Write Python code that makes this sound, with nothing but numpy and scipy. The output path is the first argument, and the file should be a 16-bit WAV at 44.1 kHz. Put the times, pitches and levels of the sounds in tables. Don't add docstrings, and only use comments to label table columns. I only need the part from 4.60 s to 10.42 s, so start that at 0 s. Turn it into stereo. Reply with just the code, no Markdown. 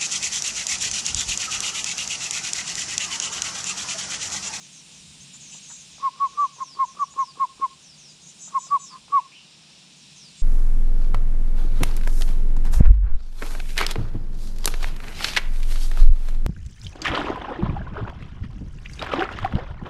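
import sys
import numpy as np
from scipy import signal
from scipy.fft import rfft, irfft
from scipy.io import wavfile
from scipy.ndimage import uniform_filter1d

SR = 44100
rng = np.random.default_rng(int(sys.argv[2]) if len(sys.argv) > 2 else 0)


def digitize_waveform(pressure):
    field = np.atleast_2d(pressure).T
    bounded = np.clip(field, -1, 1)
    quanta = np.round(bounded * 32767).astype(np.int16)
    wavfile.write(sys.argv[1], SR, quanta)


N = 256662
T = np.arange(N) / SR

# start_s, length_s, top_pitch_hz (before scoop and sag), level_db (mid-note), swell_db (over the note)
HOOTS = [(1.42, 0.074, 1113, -18, 11.5), (1.598, 0.08, 1135, -16.5, -5), (1.771, 0.1, 1181, -15.5, -1),
         (2.001, 0.04, 1088, -22.5, 6), (2.186, .068, 1097, -14.5, -1), (2.388, .056, 1175, -18.5, 22),
         (2.576, 0.07, 1102, -16.5, -4.5), (2.793, 0.064, 1106, -15, 6), (3.014, .052, 1102, -16, 4.5),
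         (3.942, 0.05, 1103, -15, 2.5), (4.106, 0.073, 1159, -13, 1), (4.319, 0.067, 1066, -40, -6),
         (4.518, 0.086, 1146, -12, 3.5)]
VOICING_DB = -42


def undb(db):
    return 10 ** (np.asarray(db) / 20)


def curve(table, column):
    table = np.asarray(table)
    return np.interp(T, table[:, 0], table[:, column])


def noise(shape):
    hz, db = np.transpose(shape)
    f = np.arange(N // 2 + 1) * SR / N + 1
    octaves_beyond = np.maximum(np.log2(f / hz[-1]), 0) + np.maximum(np.log2(hz[0] / f), 0)
    spectrum_db = np.interp(np.log(f), np.log(hz), db) - 20 * octaves_beyond
    y = irfft(rfft(rng.standard_normal(N)) * undb(spectrum_db), N)
    return y / y.std()


def wide(shape, likeness):
    c = np.clip(likeness, 0, 1)
    shared = np.sqrt(c) * noise(shape)
    return shared + np.sqrt(1 - c) * np.array([noise(shape), noise(shape)])


def walk(rate):
    k = max(int(SR / rate), 2)
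    steps = np.repeat(rng.standard_normal(N // k + 1), k)
    y = uniform_filter1d(steps, k)[:N]
    return y / y.std()


def band(x, lo_hz, hi_hz):
    top_hz = min(max(hi_hz, lo_hz + 20), SR / 2 - 1000)
    return signal.sosfilt(signal.butter(2, [lo_hz, top_hz], "band", fs=SR, output="sos"), x)


def late(x, seconds):
    return np.interp(T - seconds, T, x, left=0)


def note(start, length):
    i = np.arange(max(int(start * SR), 0), min(int((start + length) * SR), N))
    return i, np.clip((T[i] - start) / length, 0, 1)


def turn(hz):
    return 2 * np.pi * np.cumsum(hz) / SR


def arch(u, steep):
    return np.tanh(steep * np.sin(np.pi * u) ** 2) / np.tanh(steep)


def yard(x, t60):
    t = T[:SR // 2]
    decay = np.exp(-np.log(1000) * t / t60)
    tail = rng.standard_normal((2, len(t))) * decay * (1 - np.exp(-t / 0.0024))
    tail /= np.sqrt(np.sum(tail ** 2, axis=1, keepdims=True))
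    return signal.fftconvolve(x[None], tail, axes=1)[:, :N]


def scuff(start, hz, db, decay):
    out = np.zeros(N)
    i, u = note(start, 5 * decay)
    burst = band(rng.standard_normal(len(i)), hz * .65, hz * 1.35)
    out[i] = undb(db) * burst / burst.std() * np.exp(-5 * u) * (1 - np.exp(-30 * u))
    return out


def distance():
    # time_s, level_db
    rumble_level = [(0.0, -60.5), (0.92, -54), (1.07, -60.5), (2.87, -62.5), (3.84, -57.5), (4.68, -62),
                    (5.82, -55)]
    # time_s, level_db
    deep_level = [(0.15, -76.5), (0.61, -60), (0.64, -69.5), (5.68, -75), (5.7, -71)]
    # frequency_hz, relative_db (per Hz)
    air_shape = [(200, -0.5), (320, 2), (500, -1.5), (1000, -1), (1900, -9.5)]
    rumble_shape = [(105, -21), (128, -9.5), (146, -1.5), (160, 0.5), (180, 1), (212, -3.5), (280, -12.5),
                    (450, -30)]
    deep_shape = [(25, -11), (42, -10), (58, -0.5), (85, -3), (110, -4), (150, -16)]
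    swell_db = curve(rumble_level, 1)
    breeze = wide(air_shape, likeness=.6) * undb(.6 * walk(5))
    deep = wide(deep_shape, likeness=.93) * undb(curve(deep_level, 1) + 2.0 + 2.0 * walk(9.3))
    hum = np.sin(turn(146 + 5 * walk(21))) * undb(swell_db - 4.0 + 3.6 * walk(13))
    rumble = wide(rumble_shape, likeness=.7) * undb(.8 * walk(9))
    return undb(-63.0) * breeze + deep + hum + rumble * undb(swell_db - 0.5)


def insects():
    # frequency_hz, relative_db (per Hz)
    chorus_shape = [(1500, -13.5), (2100, -8.5), (2500, -0.5), (3100, -0.5), (3800, 1.5), (4400, -2),
                    (5800, -1.5), (7000, -23.5), (9000, -39)]
    shrill_shape = [(4500, -21), (6200, -1), (7300, 4.5), (7900, -1), (8500, 2), (9200, -4), (10000, -5),
                    (10800, -14), (11700, -30.5), (13800, -23), (15000, -28.5)]
    singer_shape = [(4400, -24.5), (4720, -12), (4880, 3.5), (5000, -5), (5150, -15), (5270, -1),
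                    (5380, 6.5), (5550, -15.5), (5800, -7), (6200, -22)]
    # time_s, level_db
    chorus_level = [(0.0, -59), (0.99, -57.5), (2.32, -62), (4.49, -62), (5.82, -59)]
    shrill_level = [(0.0, -59.5), (0.52, -59), (1.28, -59), (1.41, -65), (3.57, -64), (3.82, -60.5),
                    (4.8, -67.5), (5.74, -62.5), (5.82, -63.5)]
    # start_s, length_s, level_db (at the top)
    singer_bouts = [(1.053, .8, -57.5), (3.55, 0.52, -58), (4.357, 1.18, -57.5)]
    chorus_gain_db, shrill_gain_db = 9.5, 9.5
    singer_rest_db = -63
    shrill_lag = 2

    chorus_db = curve(chorus_level, 1) + chorus_gain_db + .4 * walk(25)
    chorus = wide(chorus_shape, likeness=0.34) * undb(chorus_db)
    shrill_db = curve(shrill_level, 1) + shrill_gain_db + 0.58 * walk(50)
    left, right = wide(shrill_shape, likeness=0.18) * undb(shrill_db)
    shrill = np.array([np.roll(left, shrill_lag), right])
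    song = np.full(N, undb(singer_rest_db))
    for start, length, db in singer_bouts:
        i, u = note(start, length)
        song[i] = np.maximum(song[i], undb(db) * arch(u, steep=0.99))
    singer = wide(singer_shape, likeness=0.086) * song * undb(2 * walk(45))
    return chorus + shrill * undb([[-.5], [.5]]) + singer * undb([[1.5], [-4]])


def rustles():
    # start_s, centre_hz, level_db (before the burst's fade)
    scuffs = [(.739, 1310, -52.5), (.94, 820, -51), (1.099, 1230, -45.5), (3.873, 1090, -49.5)]
    return sum(scuff(start, hz, db, decay=0.016) for start, hz, db in scuffs)


def whistles(notes, glide_hz_per_s, side_db):
    side_tone_hz = 752
    out, waver, flutter = np.zeros(N), walk(220), walk(130)
    for start, length, hz, db in notes:
        i, u = note(start, length)
        hook = 750 * np.exp(-u / 0.08) - 800 * np.exp((u - 1) / 0.066)
        glide = hz + glide_hz_per_s * length * (u - .5) + hook
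        glide = glide + (20 + 0.13 * abs(hook)) * waver[i]
        tone, beat = turn(glide), turn(side_tone_hz + 15 * flutter[i])
        side_tones = np.sin(tone + beat) + 0.98 * np.sin(tone - beat)
        side_tones = side_tones + 0.25 * np.sin((tone + beat) / 2)
        envelope = undb(db + 0.54 * flutter[i]) * arch(u, steep=4.5)
        out[i] += envelope * (np.sin(tone) + undb(side_db) * side_tones)
    return out


def slurs(notes, trill_hz, depth_hz, rough_hz):
    out, uneven, rough = np.zeros(N), walk(90), walk(900)
    for start, length, from_hz, to_hz, db in notes:
        i, u = note(start - .005, length + .012)
        hz = from_hz * (to_hz / from_hz) ** u
        trill = turn(trill_hz * (1 + .16 * uneven[i]))
        effort = np.minimum(hz / from_hz, 1) ** 4.6
        shake = effort * (depth_hz * np.sin(trill) + rough_hz * rough[i])
        envelope = undb(db - 2.4 * (u - 1.5)) * arch(u, steep=10.0) * (1 - 0.088 * np.cos(trill))
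        out[i] += envelope * np.sin(turn(hz + shake))
    return out


def small_birds():
    # start_s, length_s, middle_pitch_hz, level_db (main tone, right port)
    whistle_notes = [(.902, 0.097, 6860, -43), (1.078, .099, 6870, -41.5), (3.802, .1, 6920, -40.5),
                     (3.98, 0.11, 6910, -42.5), (4.183, 0.11, 6890, -44), (5.755, 0.14, 7280, -49.5)]
    # start_s, middle_pitch_hz, level_db (main tone, right port)
    peep_notes = [(.598, 6430, -45.5), (0.728, 7070, -42.5), (2.5, 6860, -46.5), (3.662, 6880, -44)]
    # start_s, length_s, end_hz, level_db (before tilt and gain)
    slur_notes = [(0, 0.074, 6000, -48), (0.122, .09, 5600, -47.5), (.31, 0.1, 5520, -50.5),
                  (0.796, 0.13, 5950, -44.5), (1.015, 0.11, 6100, -46.5), (1.139, .11, 6220, -46),
                  (1.307, .09, 6000, -50.5), (1.651, 0.13, 5900, -53.5), (1.787, 0.097, 5900, -50.5),
                  (1.923, 0.083, 5930, -50.5), (2.009, 0.16, 4300, -46.5), (2.243, 0.098, 5430, -49),
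                  (2.393, .085, 5370, -49), (2.58, 0.15, 4260, -47.5), (3.21, 0.15, 4400, -50.5),
                  (3.366, .165, 4480, -50), (3.48, 0.064, 6520, -52), (3.61, 0.12, 5860, -50.5),
                  (3.79, 0.06, 6000, -45.5), (3.972, 0.14, 4550, -50.5), (4.21, 0.14, 4230, -46.5),
                  (5.36, .08, 5500, -56), (5.554, 0.15, 4100, -49)]
    # start_s, length_s, start_hz, end_hz, level_db (before tilt and gain)
    far_notes = [(.925, 0.017, 2920, 3020, -45.5), (4.595, 0.018, 2610, 2660, -52),
                 (4.718, 0.055, 2500, 2760, -49), (4.752, 0.041, 3140, 2820, -47.5),
                 (4.79, 0.0686, 2870, 2850, -52.5)]
    peep_s, slur_top_hz = .048, 6870

    clear = whistles(whistle_notes, glide_hz_per_s=-3230, side_db=-2.5)
    peeps = [(start, peep_s, hz, db) for start, hz, db in peep_notes]
    clear = clear + whistles(peeps, glide_hz_per_s=19000, side_db=-11.5)
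    falling = [(start, length, slur_top_hz, end_hz, db) for start, length, end_hz, db in slur_notes]
    buzzy = slurs(falling, trill_hz=105.0, depth_hz=498, rough_hz=423)
    far = slurs(far_notes, trill_hz=69.1, depth_hz=113, rough_hz=167)
    direct = np.array([0.82 * clear, clear])
    direct = direct + undb(-1.5) * np.array([late(buzzy, 1 / SR), buzzy]) + undb(-2.5) * far
    near_scatter = yard(undb(-6) * clear + undb(-4.5) * buzzy, t60=.19)
    return direct + near_scatter + undb(-6) * yard(far, t60=0.31)


def bill():
    tick_db, tick_hz, tick_early_s, tick_decay_s = -48.5, 980, 0.039, 0.007
    thump_db, thump_hz, thump_early_s, thump_decay_s = -56, 370, .02, .011
    thump_growth_db_per_s = 8
    pause_s = .5
    out, run_start, previous = np.zeros(N), 0, 0
    for start, _, _, db, _ in HOOTS:
        if start - previous > pause_s:
            run_start = start
        previous = start
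        if db > VOICING_DB + 10:
            strain_db = thump_growth_db_per_s * (start - run_start)
            out += scuff(start - tick_early_s, tick_hz, tick_db, tick_decay_s)
            out += scuff(start - thump_early_s, thump_hz, thump_db + strain_db, thump_decay_s)
    return out


def nestling():
    # time_s, left_minus_right_db
    facing = [(1.4, -9.8), (3.0, -7.5), (4.6, -6.5)]
    sag_share, sag_per_push, sag_power = 0.1, 0.65, 3.64
    scoop_hz, scoop_share = 49.7, 0.21
    rasp_db, rasp_per_db = -47.5, 0.1215
    falter_db = 6.5
    lead_db_usual, lead_under_db, lead_early_s = -38.5, -13.5, .04
    usual_length_s, lead_db_per_s = .07, 217
    lean_below_hz, lean_db_per_hz = 1063, 0.0482

    out, tremble, falter = np.zeros((2, N)), walk(300), walk(160)
    rasp = noise([(300, -18.5), (700, -26), (950, -10.0), (1060, 3), (1200, -1), (1500, -14), (2200, -22)])
    sides = undb(np.array([[.5], [-.5]]) * curve(facing, 1))
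    for start, length, top_hz, db, swell_db in HOOTS:
        i, u = note(start - .006, length + .012)
        sag = sag_share + sag_per_push * undb(db)
        hz = top_hz * (1 - sag * u ** sag_power) - scoop_hz * np.exp(-u / scoop_share)
        phase = turn(hz * (1 + 0.0017 * tremble[i])) + np.array([[.65], [0]])
        held = arch(u, steep=length / 0.043) ** 1.22
        wavering_db = falter_db * undb(VOICING_DB - db) * np.tanh(falter[i])
        push = held * undb(swell_db * (u - .5) + wavering_db)
        throat = 1 / (1 + ((2 * hz - 2120) / 95) ** 2)
        overtone = undb(-32.5) * push ** 2 * throat
        lean = undb(np.array([[-1], [0]]) * lean_db_per_hz * np.maximum(lean_below_hz - hz, 0))
        out[:, i] += undb(db) * lean * (push * np.sin(phase) + overtone * np.sin(2 * phase))

        i, u = note(start - .025, length + 0.036)
        out[:, i] += undb(rasp_db + rasp_per_db * (db - VOICING_DB)) * rasp[i] * arch(u, steep=0.58)

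        i, u = note(start - lead_early_s, .063)
        lead = np.sin(turn(.975 * top_hz * (1 + 0.053 * tremble[i]))) * (1 + .5 * falter[i])
        lead_db = min(lead_db_usual + lead_db_per_s * (usual_length_s - length), db + lead_under_db)
        out[:, i] += undb(lead_db) * arch(u, steep=1.2) * u * lead
    out = out * sides
    voice = out.mean(axis=0)
    wall = undb(-30.5) * band(late(voice, .078), 1045, 1108)
    return out + wall + undb(-23) * yard(voice, t60=.27)


def scene():
    return nestling() + bill() + small_birds() + insects() + rustles() + distance()


def record(dry):
    return signal.sosfilt(signal.ellip(8, .2, 70, 15000, fs=SR, output="sos"), dry)


dry = scene()
out = record(dry)
digitize_waveform(out)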